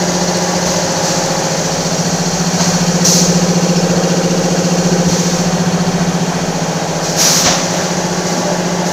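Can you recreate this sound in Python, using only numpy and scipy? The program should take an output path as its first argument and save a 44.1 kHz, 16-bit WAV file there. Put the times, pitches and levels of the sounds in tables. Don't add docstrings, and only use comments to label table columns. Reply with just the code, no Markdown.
import sys
import numpy as np
from scipy import signal
from scipy.fft import irfft, next_fast_len
from scipy.io import wavfile

SR = 44100
rng = np.random.default_rng(int(sys.argv[2]) if len(sys.argv) > 2 else 0)


def to_wav(s):
    ch = np.atleast_2d(s).T
    pcm = np.round(np.clip(ch, -1, 1) * 32767)
    wavfile.write(sys.argv[1], SR, pcm.astype(np.int16))


N = 393372
TIME = np.arange(N) / SR

# time in seconds, place from 0 at the clamp station to 1 at the conveyor.
WALK_PATH = [(0.0, 0.019), (0.8, 0.21), (1.5, 0.38), (2.2, 0.6), (3.0, 0.84), (4.0, 1.0), (5.0, 0.9),
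             (6.1, 0.65), (6.7, 0.47), (7.3, 0.33), (7.9, 0.2), (8.92, 0.15)]
# frequency in Hz, level in dB at the clamp station, level in dB at the conveyor.
FLOOR_TONES = [(24.5, -50, -42.5), (26.4, -49, -43.5)]
# time in seconds, level in dB between 1 and 2.5 kHz.
CHURN_LEVEL = [(0, -27), (1.4, -26.5), (2.1, -29), (3.0, -27.5), (3.9, -29), (6.1, -28.5), (6.6, -29),
               (8.92, -27.5)]
# frequency in Hz, relative dB per Hz at the clamp station, the same at the conveyor.
CHURN_SPECTRUM = [(20, -14, -13), (48, -14, -25), (75, -3, -2), (109, 4, 7), (203, 2, 6.5), (314, 5.5, 1),
                  (447, -0.5, 5), (634, 6, 5.5), (880, 6.5, 4), (1240, -3, -1.5), (1590, 0.5, -0.5),
                  (2060, -5.5, -5.5), (3280, -8.5, -8), (6000, -18, -16.5)]
# time in seconds, level in dB between 4.8 and 7.5 kHz.
LEAK_LEVEL = [(0, -22.5), (2.8, -22.5), (4.2, -25), (4.9, -24), (5.8, -28), (6.9, -27.5), (7.7, -24.5),
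              (8.92, -27.5)]
# frequency in Hz, relative level in dB per Hz.
HISS_SPECTRUM = [(2000, -22), (3300, -19), (4300, -5), (5000, -5.5), (5500, -1.5), (5900, 0.5), (6600, -1),
                 (6950, -6), (7500, -10), (8100, -19.5), (9300, -24.5), (11500, -29), (14000, -26),
                 (16000, -29)]
# frequency in Hz, relative level in dB per Hz.
JET_SPECTRUM = [(1500, -12), (3200, -15), (4700, 8), (6000, 13.5), (7200, -14), (8500, -3), (11000, 2),
                (13000, 1.5), (16000, -3)]
# frequency in Hz, relative level in dB per Hz.
RUSH_SPECTRUM = [(300, -16), (700, 0), (1300, 5), (2000, 2), (3000, 1), (4000, 3), (5000, -27)]
# start in seconds, rise in seconds, time from start to shutting in seconds,
# then the levels in dB before the sag of muffler hiss, bright jet and low rush.
VALVE_VENTS = [(.65, 0.016, 0.045, -23.5, -50, -38), (1.02, 0.039, 0.07, -19.5, -45, -32),
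               (2.55, .06, 0.16, -20, -49, -37), (3.04, 0.013, 0.14, -11.5, -30.5, -41),
               (5.06, .04, 0.34, -21.5, -46, -31), (7.01, .04, 0.097, -22, -45, -34),
               (7.155, .06, 0.14, -11, -25, -19), (7.3, 0.045, .11, -15.5, -29, -24),
               (7.44, 0.011, 0.018, -16.5, -47, -17), (7.68, 0.068, 0.16, -28, -46, -27),
               (8.25, 0.031, 0.15, -26.5, -47, -44), (8.84, 0.029, .06, -26, -45, -41)]
# start in seconds, level in dB.
FILM_SNAPS = [(.37, -22), (.92, -24), (1.26, -26), (1.4, -27), (2.16, -28)]
# start in seconds, then the levels in dB of thud, clack and air spit.
CLAMP_KNOCKS = [(.655, -19, -22, -31), (1.06, -37, -30, -38), (2.59, -27, -18, -44), (3.05, -31, -39, -40),
                (3.26, -26, -40, -55), (5.07, -17, -39, -42), (7.455, -19.5, -10, -40),
                (8.26, -38, -34.5, -42)]
# frequency in Hz, relative level in dB per Hz.
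THUD_SPECTRUM = [(35, -15), (65, -3), (120, -4), (300, -6), (700, -40)]
# frequency in Hz, relative level in dB per Hz.
CLACK_SPECTRUM = [(150, -23), (300, -10), (650, 11.5), (1500, 0.5), (3500, -3.5), (6500, 3), (9000, -47)]
# frequency in Hz, half width in Hz, level in dB at the clamp station,
# level in dB at the conveyor.
MOTOR_WHINES = [(389, 9.8, -44, -33), (598, 13, -28, -36), (812, 13, -37, -41.5), (984, 9.8, -39, -43.5),
                (1136, 11, -37, -46), (1380, 22, -47, -47.5), (1538, 24, -49, -43)]
# centre time in seconds, length in seconds, frequency in Hz,
# # half width in Hz, level in dB.
WHIRRS_AND_PING = [(3.783, .05, 5300, 160, -22.5), (4.95, 0.093, 386, 10, -19.5),
                   (7.423, 0.48, 254, 12, -26.5), (8.385, 0.14, 236, 20, -23), (8.5, 0.11, 605, 31, -19)]
# frequency in Hz, level in dB per line.
RATTLE_LINES = [(40, -63), (75, -51.5), (110, -52), (250, -56), (400, -41), (700, -43.5), (950, -54),
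                (1250, -54.5), (1550, -52.5), (2000, -63)]
# frequency in Hz, half width in Hz, relative level in dB at the clamp station,
# relative level in dB at the conveyor.
JOINT_RINGS = [(2775, 200, -58, -28), (4414, 280, -29, -27), (6460, 180, -50, -33.5)]
# shake order, relative level in dB at the clamp station,
# relative level in dB at the conveyor, place of a node, node spacing in places.
PANEL_WAVES = [(17, -46, -36.5, 0.38, 0.86), (18, -42, -33, 0.14, 0.71), (20, -45.5, -36.5, 0.59, 1.3),
               (22, -40.5, -38, 0.68, 0.87), (23, -33.5, -30, 0.54, 2.7), (24, -32, -33.5, 0.39, 1.9),
               (25, -30.5, -32.4, 0.6, 1.93), (27, -39.5, -37, 0.51, 0.68), (29, -47, -40, 0.69, 1.26),
               (30, -37.5, -45, 0.3, 0.41), (31, -44.5, -30, 0.7, 0.68), (32, -40.6, -45, 0.16, 1.07),
               (33, -42, -30, 0.56, 2), (34, -34, -49, 0.31, 1.1), (35, -44, -31.5, 0.61, 0.5),
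               (36, -35.5, -27.5, 0.55, 1.94), (37, -34.5, -28, 0.71, 1.36), (38, -42, -48, 0.3, 0.35),
               (41, -52, -39.5, 0.02, 0.95), (42, -44, -48, 0.19, 0.53), (43, -32, -68.2, 0.02, 0.39),
               (44, -38, -38, 0.03, 0.79), (47, -41.1, -46, 0.99, 1.4), (51, -41.5, -40.2, 0.095, 1.15),
               (53, -54, -36, 0.05, 0.72), (55, -42, -35, 0.85, 1.05), (56, -35.3, -42, 0.057, 0.59),
               (59, -38.5, -41, 0.99, 1.3)]
# relative level in dB at the clamp station,
# relative level in dB at the conveyor, place of a node, node spacing in places, echo strength from 0 to 1.
CABINET_WAVES = [(-25.5, -28.5, 0.013, 1.7, 0.95), (-23, -18, 0.4, 0.82, 0.41),
                 (-34, -29.5, 0.41, 0.81, 0.6)]

SHAKE_HZ = 14.692
DOOR_FROM, DOOR_TO = 0.144, 0.6
PANEL_ECHO = 0.69
SWELL_S, SWELL_LENGTH_S = 0.93, 1.7
SWELL_HZ, SWELL_HALF_WIDTH_HZ, SWELL_DB = 529, 20, 7
VENT_SAG_DB_PER_S = 11
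HISS_T60_S, JET_T60_S, RUSH_T60_S = 1, 0.29, 1
CHATTER_START_DB, CHATTER_FADE_DB_PER_S = 1.5, 1.1
CUTOFF_HZ = 15550


def from_db(db):
    return np.exp(np.log(10) * np.asarray(db) / 20)


def in_time(rows):
    return np.interp(TIME, *np.transpose(rows))


def between(clamp, conveyor, place):
    return clamp + (conveyor - clamp) * place


def drift(rate_hz, at=TIME):
    steps = rng.standard_normal(int(N / SR * rate_hz) + 2)
    return np.interp(at * rate_hz, np.arange(len(steps)), steps) * np.sqrt(3 / 2)


def shaped_noise(gain_at, band_hz=(0, SR)):
    size = next_fast_len(N)
    hz = np.arange(size // 2 + 1) * SR / size
    white = rng.standard_normal(len(hz)) + 1j * rng.standard_normal(len(hz))
    bins = gain_at(hz) * white
    inside = (hz >= band_hz[0]) & (hz <= band_hz[1])
    band_power = np.sum(np.abs(bins[inside]) ** 2)
    return irfft(bins, size)[:N] * size / np.sqrt(2 * band_power)


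def coloured(spectrum, band_hz=(0, SR), ripple_db=0):
    at, level_db = np.transpose(spectrum)
    knots_hz = np.arange(0, SR / 2, 45)
    ripple = ripple_db * rng.standard_normal(len(knots_hz)) * np.clip(knots_hz / 1000 - 0.5, 0, 1)

    def gain_at(hz):
        ends = np.minimum(1, hz / at[0]) ** 2 / np.maximum(1, hz / at[-1]) ** 2
        smooth_db = np.interp(np.log(hz + 1), np.log(at), level_db)
        return ends * from_db(smooth_db + np.interp(hz, knots_hz, ripple))

    return shaped_noise(gain_at, band_hz)


def resonant(hz, half_width_hz):
    return shaped_noise(lambda f: 1 / (1 + ((f - hz) / half_width_hz) ** 2))


def standing_wave(place, clamp_db, conveyor_db, node, spacing, echo):
    reflection = echo * np.exp(2j * np.pi * (place - node) / spacing)
    return from_db(between(clamp_db, conveyor_db, place)) * (1 - reflection)


def rumble(side):
    out = 0
    for hz, clamp_db, conveyor_db in FLOOR_TONES:
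        tone = np.sqrt(2) * np.sin(2 * np.pi * (hz * TIME + rng.random()))
        out = out + from_db(between(clamp_db, conveyor_db, side)) * tone
    return out


def churn(side, ripple_db=2.5):
    spectrum = np.array(CHURN_SPECTRUM)
    clamp = coloured(spectrum[:, [0, 1]], (1000, 2500), ripple_db)
    conveyor = coloured(spectrum[:, [0, 2]], (1000, 2500), ripple_db)
    return from_db(in_time(CHURN_LEVEL)) * (np.sqrt(1 - side) * clamp + np.sqrt(side) * conveyor)


def venting(levels_db, t60_s):
    power = 0
    for (start_s, rise_s, open_s, *_), db in zip(VALVE_VENTS, levels_db):
        age_s = np.maximum(TIME - start_s, 0)
        fall_db = VENT_SAG_DB_PER_S * age_s + 60 * np.maximum(age_s - open_s, 0) / t60_s
        power = power + (np.minimum(age_s / rise_s, 1) * from_db(db - fall_db)) ** 2
    return power


def air(side, flutter_db=0.3, surge_db=0.16, ripple_db=2.0, throb_db=0.66, throb_crest_turns=0.4):
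    hiss_db, jet_db, rush_db = np.transpose(VALVE_VENTS)[3:]
    clamp, conveyor = [coloured(HISS_SPECTRUM, (4800, 7500), ripple_db) for _ in range(2)]
    throb = throb_db * np.cos(2 * np.pi * (SHAKE_HZ * TIME - throb_crest_turns))
    leak = from_db(in_time(LEAK_LEVEL) + throb)
    hiss = np.sqrt(1 - side) * clamp + np.sqrt(side) * conveyor
    hiss = hiss * np.sqrt(leak ** 2 + venting(hiss_db, HISS_T60_S))
    jet = coloured(JET_SPECTRUM, (9000, 15000), ripple_db) * np.sqrt(venting(jet_db, JET_T60_S))
    rush = coloured(RUSH_SPECTRUM) * np.sqrt(venting(rush_db, RUSH_T60_S))
    return (hiss + jet + rush) * from_db(flutter_db * drift(300) + surge_db * drift(18))


def crackles(hz=6800, half_width_hz=1700, fade_s=0.006):
    envelope = 0
    for start_s, db in FILM_SNAPS:
        envelope = envelope + from_db(db) * (TIME >= start_s) * np.exp(-np.abs(TIME - start_s) / fade_s)
    return envelope * resonant(hz, half_width_hz)


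def knocks(thud_t60_s=0.29, clack_t60_s=0.63, spit_t60_s=0.5, rise_s=0.006):
    parts = [(THUD_SPECTRUM, thud_t60_s), (CLACK_SPECTRUM, clack_t60_s), (JET_SPECTRUM, spit_t60_s)]
    out = 0
    for k, (spectrum, t60_s) in enumerate(parts):
        envelope = 0
        for start_s, *levels_db in CLAMP_KNOCKS:
            age_s = np.maximum(TIME - start_s, 0)
            decay = np.exp(-np.log(1000) * age_s / t60_s)
            envelope = envelope + from_db(levels_db[k]) * np.minimum(age_s / rise_s, 1) * decay
        out = out + envelope * coloured(spectrum)
    return out


def motors(side):
    out = 0
    for hz, half_width_hz, clamp_db, conveyor_db in MOTOR_WHINES:
        out = out + from_db(between(clamp_db, conveyor_db, side)) * resonant(hz, half_width_hz)
    for centre_s, length_s, hz, half_width_hz, db in WHIRRS_AND_PING:
        swell = np.exp(-(2 * (TIME - centre_s) / length_s) ** 2)
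        whirr = resonant(hz, half_width_hz) * swell
        level_fix = np.sqrt(np.sum(swell ** 2) / np.sum(whirr ** 2))
        out = out + from_db(db) * whirr * level_fix
    return out


def rattle(side, unsteady_db=3.2, size=4096, count=136):
    at, level_db = np.transpose(RATTLE_LINES)
    gains = from_db(np.interp(np.log(np.arange(count) * SHAKE_HZ + 1), np.log(at), level_db))
    gains[[0, 10, 11, 12, 13, 14] + [row[0] for row in PANEL_WAVES]] = 0
    position = SHAKE_HZ * TIME % 1 * size
    out = 0
    for share in (1 - side, side):
        lines = gains * np.exp(2j * np.pi * rng.random(count))
        one_turn = irfft(lines, size) * size / np.sqrt(2)
        out = out + np.sqrt(share) * np.interp(position, np.arange(size), one_turn)
    return out * from_db(unsteady_db * drift(14))


def joint(place, touch_clamp_turns=0.2, touch_conveyor_turns=0.3, sharpness=3.4, uneven_db=0.9,
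          tonal_share=0.4, scatter=0.14):
    turns = SHAKE_HZ * TIME - between(touch_clamp_turns, touch_conveyor_turns, place)
    nearest = np.round(turns).astype(int)
    rub = np.exp(sharpness * (np.cos(2 * np.pi * turns) - 1) / 2)
    since_touch_s = (turns - nearest) / SHAKE_HZ
    ring = 0
    for hz, half_width_hz, clamp_db, conveyor_db in JOINT_RINGS:
        offsets = rng.standard_normal(int(SHAKE_HZ * N / SR) + 10)
        pitch_hz = hz + scatter * half_width_hz * offsets[nearest]
        chirp = np.sqrt(2 * tonal_share) * np.sin(2 * np.pi * pitch_hz * since_touch_s)
        scrape = np.sqrt(1 - tonal_share) * resonant(hz, half_width_hz)
        ring = ring + from_db(between(clamp_db, conveyor_db, place)) * (chirp + scrape)
    return ring * rub * from_db(CHATTER_START_DB - CHATTER_FADE_DB_PER_S * TIME + uneven_db * drift(14))


def panels(place, level_db=0.47, unsteady_db=0.5, sway_db=1.0, path_cycles=0.28, step=200):
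    coarse_s, where = TIME[::step], place[::step]
    swell_db = SWELL_DB * np.exp(-(2 * (coarse_s - SWELL_S) / SWELL_LENGTH_S) ** 2)
    out = 0
    for order, *wave in PANEL_WAVES:
        hz = order * SHAKE_HZ
        db = level_db + swell_db * np.exp(-((hz - SWELL_HZ) / SWELL_HALF_WIDTH_HZ) ** 2)
        db = db + unsteady_db * drift(9, coarse_s) + sway_db * drift(2.53, coarse_s)
        gain = np.abs(standing_wave(where, *wave, PANEL_ECHO)) * from_db(db)
        cycles = hz * TIME + rng.random() + path_cycles * rng.standard_normal() * place
        out = out + np.sqrt(2) * np.interp(TIME, coarse_s, gain) * np.sin(2 * np.pi * cycles)
    return out


def drone(place, side, crest_clamp_turns=0.29, crest_conveyor_turns=0.45, bend_clamp_cycles=-0.11,
          bend_conveyor_cycles=0.047, order_10_db=-36, order_14_db=-34, flanks_db=0.6, lean=0.012,
          unsteady_db=0.6):
    turns = SHAKE_HZ * TIME - between(crest_clamp_turns, crest_conveyor_turns, side)
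    turns = turns + lean * np.cos(2 * np.pi * turns)
    below, centre, above = [np.abs(standing_wave(place, *row)) for row in CABINET_WAVES]
    bend = np.exp(2j * np.pi * between(bend_clamp_cycles, bend_conveyor_cycles, side))
    flanks = bend * from_db(flanks_db)
    top = from_db(order_14_db) * np.exp(1j * np.pi * side)
    gains = [from_db(order_10_db), below * flanks, centre, above * flanks, top]
    throb = sum(gain * np.exp(2j * np.pi * k * turns) for k, gain in enumerate(gains, -2))
    carrier = np.exp(2j * np.pi * (12 * SHAKE_HZ * TIME + rng.random()))
    return np.sqrt(2) * (throb * carrier).real * from_db(unsteady_db * drift(5.1))


def scene():
    place = in_time(WALK_PATH)
    side = np.clip((place - DOOR_FROM) / (DOOR_TO - DOOR_FROM), 0, 1)
    hall = rumble(side) + churn(side) + air(side)
    handling = crackles() + knocks() + motors(side)
    vibrator = rattle(side) + joint(place) + panels(place) + drone(place, side)
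    sound = hall + handling + vibrator
    return np.array([sound, sound])


def record(dry):
    clipped = np.clip(dry, -1, 1)
    low_pass = signal.ellip(12, 0.1, 80, CUTOFF_HZ, fs=SR, output="sos")
    return signal.sosfilt(low_pass, clipped)


dry = scene()
out = record(dry)
to_wav(out)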